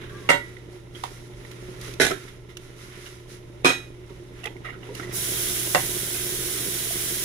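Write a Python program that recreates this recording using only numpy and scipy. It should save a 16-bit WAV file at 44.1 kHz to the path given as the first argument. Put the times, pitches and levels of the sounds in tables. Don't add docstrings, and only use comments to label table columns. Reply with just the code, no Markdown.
import sys
import numpy as np
from scipy import signal
from scipy.fft import rfft, irfft, next_fast_len
from scipy.io import wavfile
from scipy.ndimage import uniform_filter1d

SR = 44100
rng = np.random.default_rng(int(sys.argv[2]) if len(sys.argv) > 2 else 0)


def undo_db(level):
    steps = np.asarray(level, float) / 20
    return 10 ** steps


def master_out(mix):
    frames = np.transpose(np.atleast_2d(mix))
    ceiling = np.clip(frames, -1, 1)
    pcm = np.round(ceiling * 32767).astype(np.int16)
    wavfile.write(sys.argv[1], SR, pcm)


N = 319284

# frequency in Hz, level in dB per Hz.
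RUB_COLOUR = [(380, -30), (650, -6), (813, -12), (1010, 0), (1170, 0), (1400, 5.5), (1520, -1), (2040, 6),
              (2510, -0.5), (2860, 0), (3550, -2.5), (3780, -2), (4400, -19), (5720, -37), (9680, -120)]
# frequency in Hz, level in dB per Hz.
FIZZ_COLOUR = [(2350, -20), (4000, -3), (4390, -5.5), (5830, -1.5), (8650, -12), (9940, -4.5),
               (11200, -10.5), (12200, -10), (13600, -24), (15100, -9.5), (16000, -30)]
RIGHT_LAG_S = 0.0005936
LAG_FROM_HZ = 496


def rms_one(x):
    return x / np.sqrt(np.mean(x ** 2) + 1e-20)


def swell(peak_s, rise_s, fall_s):
    t = np.arange(N) / SR - peak_s
    return np.exp(-(t / np.where(t < 0, rise_s, fall_s)) ** 2)


def ramp(s, length):
    return np.clip((np.arange(N) / SR - s) / length, 0, 1)


def drift(rate):
    knots_per_s = 60
    knots = rng.standard_normal(int(N / SR * knots_per_s) + 2)
    memory = np.exp(-2 * np.pi * rate / knots_per_s)
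    slow = rms_one(signal.lfilter([1], [1, -memory], knots))
    return np.interp(np.arange(N) / SR * knots_per_s, np.arange(len(slow)), slow)


def add(out, s, sound):
    i = round(s * SR)
    out[..., i:i + sound.shape[-1]] += sound[..., :N - i]


def at_hz(points, hz):
    points = np.array(points)
    return np.interp(np.log(hz + 1), np.log(points[:, 0]), points[:, 1])


def colour(x, spectrum):
    hz = np.fft.rfftfreq(x.shape[-1], 1 / SR)
    inside = (hz > spectrum[0][0]) & (hz < spectrum[-1][0])
    return irfft(rfft(x) * undo_db(at_hz(spectrum, hz)) * inside, x.shape[-1])


def resonance(x, hz, width_hz):
    r = np.exp(-np.pi * width_hz / SR)
    return signal.lfilter([(1 - r * r) / 2, 0, (r * r - 1) / 2],
                          [1, -2 * r * np.cos(2 * np.pi * hz / SR), r * r], x)


def ports(mid, side):
    # frequency in Hz, likeness from 0 to 1.
    likeness = [(60, 1), (150, 1), (380, 0.99), (950, 0.11), (2380, 0.11), (5980, 0.095), (15000, 0.059)]
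    # frequency in Hz, left over right in dB.
    left_lead = [(40, -4.5), (130, -6), (300, -5.5), (700, -5.5), (2000, -4), (4000, -7), (7000, 0),
                 (10500, -10.5), (13000, 3.5), (15500, -3)]
    hz = np.fft.rfftfreq(len(mid), 1 / SR)
    alike = np.clip(at_hz(likeness, hz), -1, 1)
    lead = undo_db(at_hz(left_lead, hz) / 2)
    common = np.sqrt(1 + alike) * rfft(mid)
    apart = np.sqrt(1 - alike) * rfft(side)
    lag = np.exp(-2j * np.pi * hz * RIGHT_LAG_S / (1 + (LAG_FROM_HZ / (hz + 1)) ** 4))
    return irfft(np.array([(common + apart) * lead, (common - apart) / lead * lag]), len(mid))


def grainy(spectrum, per_s, spread_db, grain_db, flicker_db):
    size = next_fast_len(N)
    sizes = undo_db(spread_db * np.minimum(rng.exponential(1, (2, size)), 4))
    sizes = sizes * rng.choice([-1, 1], (2, size))
    drops = rms_one(sizes * (rng.random((2, size)) < per_s / SR))
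    noise = rng.standard_normal((2, size)) + undo_db(grain_db) * drops
    both = ports(*colour(noise, spectrum))[:, :N]
    return undo_db(flicker_db * drift(22)) * both / np.std(both.mean(axis=0))


def kitchen():
    # frequency in Hz, time to fall 60 dB in seconds.
    echo_times = [(100, 0.33), (400, 0.16), (2000, 0.25), (8000, 0.23), (15000, 0.27)]
    t = np.arange(SR // 2) / SR
    white = ports(*rng.standard_normal((2, len(t))))
    tail = 0
    for low in 40 * 2. ** np.arange(9):
        octave = signal.butter(2, [low, 2 * low], "band", fs=SR, output="sos")
        band = signal.sosfilt(octave, white)
        tail = tail + band * undo_db(-60 * t / at_hz(echo_times, np.sqrt(2) * low))
    tail = tail * np.minimum(t / 0.0033, 1)
    return tail / np.sqrt(np.sum(tail ** 2) / 2)


def recorder_gain_db():
    # time in seconds, gain in dB.
    gain_curve = [(0.0, 3.5), (0.26, 3), (0.91, -1), (1.95, 4.5), (2.2, -1), (3.1, -2.5), (3.7, 1.5),
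                  (3.95, -0.5), (4.56, 0.5), (5.22, 5), (7.24, 2)]
    s, db = np.transpose(gain_curve)
    return np.interp(np.arange(N) / SR, s, db)


def fridge():
    # frequency in Hz, level in dB per Hz.
    rumble_colour = [(12, -37), (20, 3), (65, 0), (91, -0.5), (95, -3), (105, -37), (140, -67), (230, -120)]
    # frequency in Hz, level in dB per Hz.
    drone_colour = [(79, -44), (135, -5), (151, -12), (187, -7), (209, -15), (318, -10.5), (361, -0.5),
                    (383, -7), (472, -11.5), (512, -18.5), (560, -13.5), (635, -20.5), (800, -23),
                    (1040, -22), (1760, -120)]
    # frequency in Hz, level in dB.
    hum_tones = [(30.5, -34), (60, -47), (120, -3), (240, -43), (360, -12), (600, -23)]
    gain_db = recorder_gain_db()
    t = np.arange(N) / SR
    hum = 0
    for hz, db in hum_tones:
        hum = hum + undo_db(db + 0.71 * drift(13)) * np.sin(2 * np.pi * hz * t + 0.5 * drift(1))
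    hum = undo_db(-41 + gain_db) * hum * undo_db(np.array([[1.2], [-1.2]]))
    rumble = undo_db(-50.5 + 0.77 * gain_db) * grainy(rumble_colour, 300, 1.47, -34, 0.48)
    basin_boom_db = 4 * ramp(4.34, 0.99)
    drone = undo_db(-47 + gain_db + basin_boom_db) * grainy(drone_colour, 260, 5.4, -1.5, 0.4)
    return hum + rumble + drone


def scrubbing():
    # time of the peak in seconds, level in dB, length in seconds, fizz against rub in dB.
    sponge_strokes = [(0.027, -53, 0.029, -31), (0.243, -58, 0.13, -4.5), (0.472, -66, 0.032, -3),
                      (0.743, -69, 0.03, 3.5), (0.97, -60.5, 0.022, 0), (1.067, -58, 0.081, 3),
                      (1.43, -66, 0.079, 1), (1.693, -60.5, 0.15, -2), (1.855, -48, 0.036, -1.5),
                      (2.227, -54, 0.053, -2), (2.648, -61, 0.049, -2), (2.823, -54.5, 0.051, -0.5),
                      (2.947, -55.5, 0.044, -11), (3.045, -54.5, 0.072, 0), (3.318, -56.5, 0.028, 3),
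                      (3.644, -46, 0.0037, -19), (3.814, -63, 0.037, -1), (4.132, -71, 0.067, -1),
                      (4.4, -59, 0.052, -4), (4.668, -62, 0.034, -37), (4.856, -54.5, 0.023, -10),
                      (4.985, -49, 0.044, -1), (5.13, -49.5, 0.033, -3)]
    gain_db = recorder_gain_db()
    rub, fizz = undo_db(-60 + gain_db), undo_db(-65.5 + gain_db)
    for s, db, length, fizz_db in sponge_strokes:
        stroke = undo_db(db) * swell(s, length, 1.94 * length)
        rub = rub + stroke
        fizz = fizz + undo_db(fizz_db) * stroke
    return rub * grainy(RUB_COLOUR, 400, 4.0, -6, .7) + fizz * grainy(FIZZ_COLOUR, 900, 4.0, -6, .7)


def rough_strand(hz):
    tremble = rms_one(signal.lfilter([1], [1, -.992], rng.standard_normal(N)))
    return (.9 + .4 * tremble) * undo_db(2.5 * drift(24)) * np.sin(2 * np.pi * np.cumsum(hz) / SR)


def squeak():
    press = swell(.175, .06, .11)
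    lower_hz = 1160 - 110 * (1 - press) + 25 * drift(24)
    upper_hz = 1610 + 25 * drift(24)
    strands = rough_strand(lower_hz) + press * rough_strand(upper_hz)
    return undo_db(-50) * np.sqrt(press) * strands * undo_db(np.array([[3], [-3]]))


def tap():
    # frequency in Hz, level in dB per Hz.
    spray_colour = [(2350, -70), (4000, -6.5), (4120, -25), (4850, -10.5), (5620, -6), (8970, -9),
                    (9620, -5), (10600, -3), (13400, -10.5), (14900, -4), (15500, 8.5), (15900, 2),
                    (16200, -39)]
    # frequency in Hz, level in dB per Hz.
    splash_colour = [(380, -55), (650, -6), (693, 0), (745, -14), (902, -15), (1010, -7.5), (1160, -7.5),
                     (1540, -0.5), (1780, -2), (2020, 1), (2590, -3), (3270, 2), (3780, 0), (4130, -11),
                     (4400, 2.5), (5720, -66), (9680, -120)]
    opens_s, opening_s = 5.118, .036
    surge_db = 2 * swell(5.46, 0.34, 0.34)
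    tilt_db = 1.3 * ramp(6.4, 0.72)
    flow = ramp(opens_s, opening_s) * undo_db(surge_db + tilt_db)
    spray = undo_db(-29) * grainy(spray_colour, 2700, 12.0, -11.0, 0.44)
    splash = undo_db(-40) * grainy(splash_colour, 1200, 7, -12, 0.7)
    return flow * (spray + ramp(opens_s, 2.2 * opening_s) * splash)


def gulps():
    # start in seconds, peak in dB, frequency in Hz, time to fall 60 dB in seconds.
    hollow_bumps = [(4.104, -23.5, 380, 0.052), (4.458, -21.5, 430, 0.072), (4.462, -29, 804, 0.1),
                    (4.837, -29.5, 304, .05), (4.888, -20, 380, 0.082), (4.901, -23, 483, 0.058),
                    (4.918, -28, 424, 0.08), (4.889, -33, 913, 0.059), (4.995, -15.5, 303, 0.029),
                    (5.4, -37, 380, 0.076), (6.549, -24.5, 359, 0.13), (6.906, -21, 658, 0.044)]
    out = np.zeros((2, N))
    t = np.arange(SR // 5) / SR
    for s, peak_db, hz, t60 in hollow_bumps:
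        tone = np.sin(2 * np.pi * hz * t * (1 + 2.0 * t))
        add(out, s, undo_db(peak_db - 6.0) * tone * undo_db(-60 * t / t60) * np.minimum(t / 0.0038, 1))
    return out


def touches():
    # start in seconds, peak in dB, resonance in Hz, its level in dB, bright part in dB.
    short_ticks = [(0.566, -34, 2040, 0, -33), (1.036, -22.5, 840, 12, -2.5), (1.448, -37.5, 2060, 5, -11),
                   (1.513, -32.5, 2000, -15, -2.5), (1.812, -39.5, 2000, -10, 10.5),
                   (1.937, -38, 2430, 7, 7.5), (2.569, -32, 2800, 0.5, 3.5), (4.44, -39, 3400, -9, 7),
                   (4.457, -34, 3260, 12, 6.5), (4.565, -42.5, 2090, 8, -20),
                   (4.949, -42.5, 2800, 14, 16.5)]
    # start in seconds, peak in dB, resonance in Hz, its level in dB,
    # length in seconds.
    drag_scuffs = [(0.011, -39, 1680, -1, 0.0049), (0.035, -39.5, 1520, 5.5, 0.0056),
                   (0.093, -39.5, 1550, 8.5, 0.0054), (0.948, -38.5, 3200, 3, 0.0073),
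                   (1.035, -30, 880, 4, 0.012), (1.058, -48, 2400, -9, 0.011),
                   (2.278, -37, 2070, -6, 0.0057), (2.486, -42, 2020, -7, 0.016),
                   (3.056, -33.5, 2900, -3, 0.0093), (4.092, -43.5, 1000, 0.5, 0.0082),
                   (4.434, -31.5, 2710, 2, 0.0076), (4.4517, -25, 2020, -14, 0.0048),
                   (4.469, -24, 2500, -1, 0.0031), (4.644, -29, 1250, -4, 0.01),
                   (4.656, -34.5, 2140, 3, 0.0091), (4.671, -37.5, 1230, 3, .009),
                   (4.683, -35, 1900, 2, 0.007), (4.695, -34, 2100, 0, 0.0072),
                   (4.722, -40, 1360, 4, 0.014), (4.827, -36.5, 2800, -3, 0.0045),
                   (4.994, -31.5, 1380, 3.5, 0.0054), (5.068, -43, 2050, 2, .008),
                   (5.023, -34.5, 1960, -3, 0.011), (4.962, -49, 2050, 3, 0.0092),
                   (5.105, -43, 1980, 2, 0.013), (5.471, -36, 3510, 12.5, 0.0097),
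                   (6.141, -30, 2520, -1, 0.013), (6.553, -30, 3980, -19, 0.022)]
    # frequency in Hz, width in Hz, level in dB.
    tub_modes = [(694, 99, 21.5), (1210, 41, 1), (1900, 55, 15), (2020, 46, 7), (2180, 56, -1),
                 (2800, 24, 13)]
    tub_from_s, tub_until_s, tick_s = 4.3, 5.2, 0.0023
    glaze_bright_db, plastic_bright_db = -7, -16.5
    contacts = [(*tick, tick_s) for tick in short_ticks]
    for s, peak_db, hz, tone_db, length in drag_scuffs:
        bright_db = plastic_bright_db if tub_from_s < s < tub_until_s else glaze_bright_db
        contacts.append((s, peak_db, hz, tone_db, bright_db, length))
    out, size = np.zeros((2, N)), SR // 5
    t = np.arange(size) / SR
    for s, peak_db, hz, tone_db, bright_db, length in contacts:
        left, other = rng.standard_normal((2, size))
        grit = np.array([left, np.roll(.5 * left + 1.37 * other, round(RIGHT_LAG_S * SR))])
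        puff = t / length * np.exp(1 - t / length)
        dull, bright = rms_one(colour(grit, RUB_COLOUR)), rms_one(colour(grit, FIZZ_COLOUR))
        tone = rms_one(resonance(resonance(grit, hz, width_hz=340), hz, width_hz=340))
        if tub_from_s < s < tub_until_s:
            tub = sum(undo_db(db) * resonance(dull, tub_hz, width) for tub_hz, width, db in tub_modes)
            dull = dull / 1.6 + rms_one(tub)
        add(out, s, undo_db(peak_db - 10.5) * puff * (dull + undo_db(tone_db) * tone + undo_db(bright_db) * bright))
    return (out + gulps()) * undo_db(np.array([[-2.], [2.5]]))


def ring(strikes, hz, t60):
    t = np.arange(len(strikes)) / SR
    bloom = np.exp(-1 / (0.0005 * SR))
    decay = undo_db(-120 / (t60 * SR))
    energy = signal.lfilter([1 - bloom], np.convolve([1, -bloom], [1, -decay]), strikes ** 2 + 1e-18)
    lag = RIGHT_LAG_S / (1 + (LAG_FROM_HZ / hz) ** 4) * rng.uniform(.6, 1.4)
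    phase = rng.uniform(0, 2 * np.pi) - 2 * np.pi * hz * np.array([[0], [lag]])
    pan = undo_db(np.array([[-4.5], [4.5]]) / 2)
    return np.sqrt(energy) * np.sin(2 * np.pi * hz * t + phase) * pan


def dish_body(after, bounce_db, modes, size):
    # frequency in Hz, level in dB, time to fall 60 dB in seconds.
    sink_modes = [(163.2, -10.5, 0.13), (272.6, -9.5, 0.079)]
    partners = [(1.0, 1.0, 1.0), (1.007, .6, .75), (.988, .5, .55), (1.03, .4, .4), (.94, .35, .4)]
    body = np.zeros((2, size))
    for hz, db, t60 in [*modes, *sink_modes]:
        for pitch, share, life in partners:
            strikes = np.zeros(size)
            uneven_db = 3.5 * rng.standard_normal(len(after))
            strikes[(after * SR).astype(int)] = undo_db(bounce_db + uneven_db)
            body += undo_db(db) * share * ring(strikes, hz * pitch, life * t60)
    return body


def dish_crack(after, bounce_db, spectrum, rattle, size):
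    t = np.arange(size) / SR
    since = t - after[:, None]
    snaps = np.sum(undo_db(bounce_db)[:, None] * (since > 0) * np.exp(-np.abs(since) / 0.0032), axis=0)
    shape = np.minimum(t / 0.0019, 1) ** 2 * (0.55 * np.exp(-t / rattle) + 0.33 * snaps)
    chatter = undo_db(7 * np.interp(t / 0.005, np.arange(500), rng.standard_normal(500)))
    noise = rms_one(ports(*colour(rng.standard_normal((2, size)), spectrum)))
    return noise * shape * chatter


def blows():
    # start in seconds, peak in dB, crack in dB, left over right in dB, rattle in seconds.
    hard_blows = [
        (0.289, -10, 3, -1, 0.016),
        (1.998, -9, -3, -1, 0.045),
        (2.106, -21, -4.5, 0, 0.019),
        (3.645, -8, -4, 0.5, 0.038),
        (5.747, -11.5, 0.5, 1, 0.0066),
    ]
    # seconds after the blow, level in dB.
    rocking = [
        [(.0005, -2), (.0035, -7), (.016, -6.5), (.043, -13.5), (.053, -13)],
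        [(.001, 0.5), (.014, -1), (.034, -5), (.05, -12.5), (.069, -10.5)],
        [(.001, 3), (.008, -1)],
        [(.002, -1), (.009, 1), (.018, -1), (.04, -16), (.058, -12.5)],
        [(.0005, -0.5), (.009, 2.5)],
    ]
    # frequency in Hz, level in dB per Hz.
    crack_colours = [
        [(120, -36), (280, -18), (580, -3), (856, -14), (1430, -4), (1680, -20), (2110, -1.5), (2480, -23),
         (2750, -18), (11300, -30), (16000, -57)],
        [(35, -30), (60, -3), (250, -10.5), (470, -2), (1010, -18.5), (1470, -10), (3850, -12), (4860, -17.5),
         (5210, -9.5), (8710, -20), (10000, -13), (14600, -36), (16000, -54)],
        [(120, -45), (200, -9), (418, 7), (801, -25), (1340, -5), (12000, -43), (15600, -62), (22000, -120)],
        [(59, -54), (110, -22), (270, -1), (480, 1.5), (854, -7.5), (1910, -2), (2080, -10), (2520, 5),
         (2690, -4), (4670, -12), (5190, -12), (10000, -14), (14700, -33), (16000, -58)],
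        [(150, -41), (250, -45), (571, 3.5), (1580, -9.5), (1930, -5), (2440, -11), (2780, -16), (8000, -21),
         (10400, -50), (17600, -120)],
    ]
    # frequency in Hz, level in dB, time to fall 60 dB in seconds.
    cup_modes = [(419, -8, 0.25), (570, -2, 0.17), (640, -23, 0.081), (939, 0.5, 0.11), (1320, -7, .12),
                 (1480, -11, .14), (1950, -4, 0.31), (2170, -12, .17), (2159, -3.5, 0.15),
                 (2410, -24, 0.32), (2765, 2.5, 0.12), (3370, -12, .11), (3860, -12, .16),
                 (4565, -34, 0.23)]
    # frequency in Hz, level in dB, time to fall 60 dB in seconds.
    stack_modes = [(435, -4.5, .16), (653, -1, 0.12), (1474, -6.5, 0.14), (1542, -4.5, 0.053),
                   (1690, 0.5, 0.048), (1870, -1.5, 0.051), (2040, -2.5, .05), (2164, -17.5, 0.2),
                   (2360, -11.5, .3), (2520, -15, 0.27), (3250, -28, .25), (3730, -17, 0.33),
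                   (3930, -11, 0.19), (880, -12.5, 0.089)]
    # frequency in Hz, level in dB, time to fall 60 dB in seconds.
    settling_modes = [(356, -6, 0.14), (430, -11, 0.22), (660, -3, 0.094), (1310, -5, 0.089),
                      (1360, -3, 0.08), (1840, -13, 0.17), (2385, -10, 0.17)]
    # frequency in Hz, level in dB, time to fall 60 dB in seconds.
    plate_modes = [(960, -9.5, 0.098), (351, -3, 0.047), (507, 1, 0.053), (1230, 5.5, 0.038),
                   (1384, -8.5, 0.22), (1960, -7, 0.2), (2250, -14.5, 0.19), (2405, -9, 0.22),
                   (2477, -4, 0.33), (3250, -13, 0.19), (3850, -12, 0.28), (4080, -13, .2),
                   (5240, -17, 0.27), (6320, -17, 0.26)]
    # frequency in Hz, level in dB, time to fall 60 dB in seconds.
    lid_modes = [(521, -8.5, 0.14), (593, -0.5, .08), (940, -17, 0.14), (1285, -7, 0.1),
                 (1949, -7.5, 0.059), (2740, -8.5, 0.098), (3670, -11, 0.027)]
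    dishes = (cup_modes, stack_modes, settling_modes, plate_modes, lid_modes)
    rings, cracks, size = np.zeros((2, N)), np.zeros((2, N)), SR // 3
    for blow, bounces, modes, spectrum in zip(hard_blows, rocking, dishes, crack_colours):
        s, peak_db, crack_db, pan_db, rattle = blow
        sides = undo_db(peak_db + np.array([[pan_db], [-pan_db]]) / 2)
        after, bounce_db = np.transpose(bounces)
        add(rings, s, undo_db(-9) * sides * dish_body(after, bounce_db, modes, size))
        add(cracks, s, undo_db(crack_db) * sides * dish_crack(after, bounce_db, spectrum, rattle, size))
    return rings, cracks


def scene():
    rings, cracks = blows()
    light = touches()
    sent = undo_db(-4.5) * rings + undo_db(-1) * cracks + undo_db(-10) * light
    struck = rings + cracks + light + signal.fftconvolve(sent, kitchen(), axes=1)[:, :N]
    no_bass = signal.butter(2, 130, "high", fs=SR, output="sos")
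    return signal.sosfilt(no_bass, struck) + squeak() + fridge() + scrubbing() + tap()


def top_cut(x):
    return signal.sosfilt(signal.butter(12, 16590, fs=SR, output="sos"), x)


def record(dry):
    level = np.sqrt(uniform_filter1d(np.mean(dry ** 2, axis=0), size=SR // 200) + 1e-12)
    limited = dry * np.minimum(undo_db(-7.5) / level, 1) ** 0.18
    rounded = 1.2 * np.tanh(limited / 1.2)
    top = signal.cheby2(10, 60, 16300, fs=SR, output="sos")
    return top_cut(signal.sosfilt(top, rounded))


dry = scene()
out = record(dry)
master_out(out)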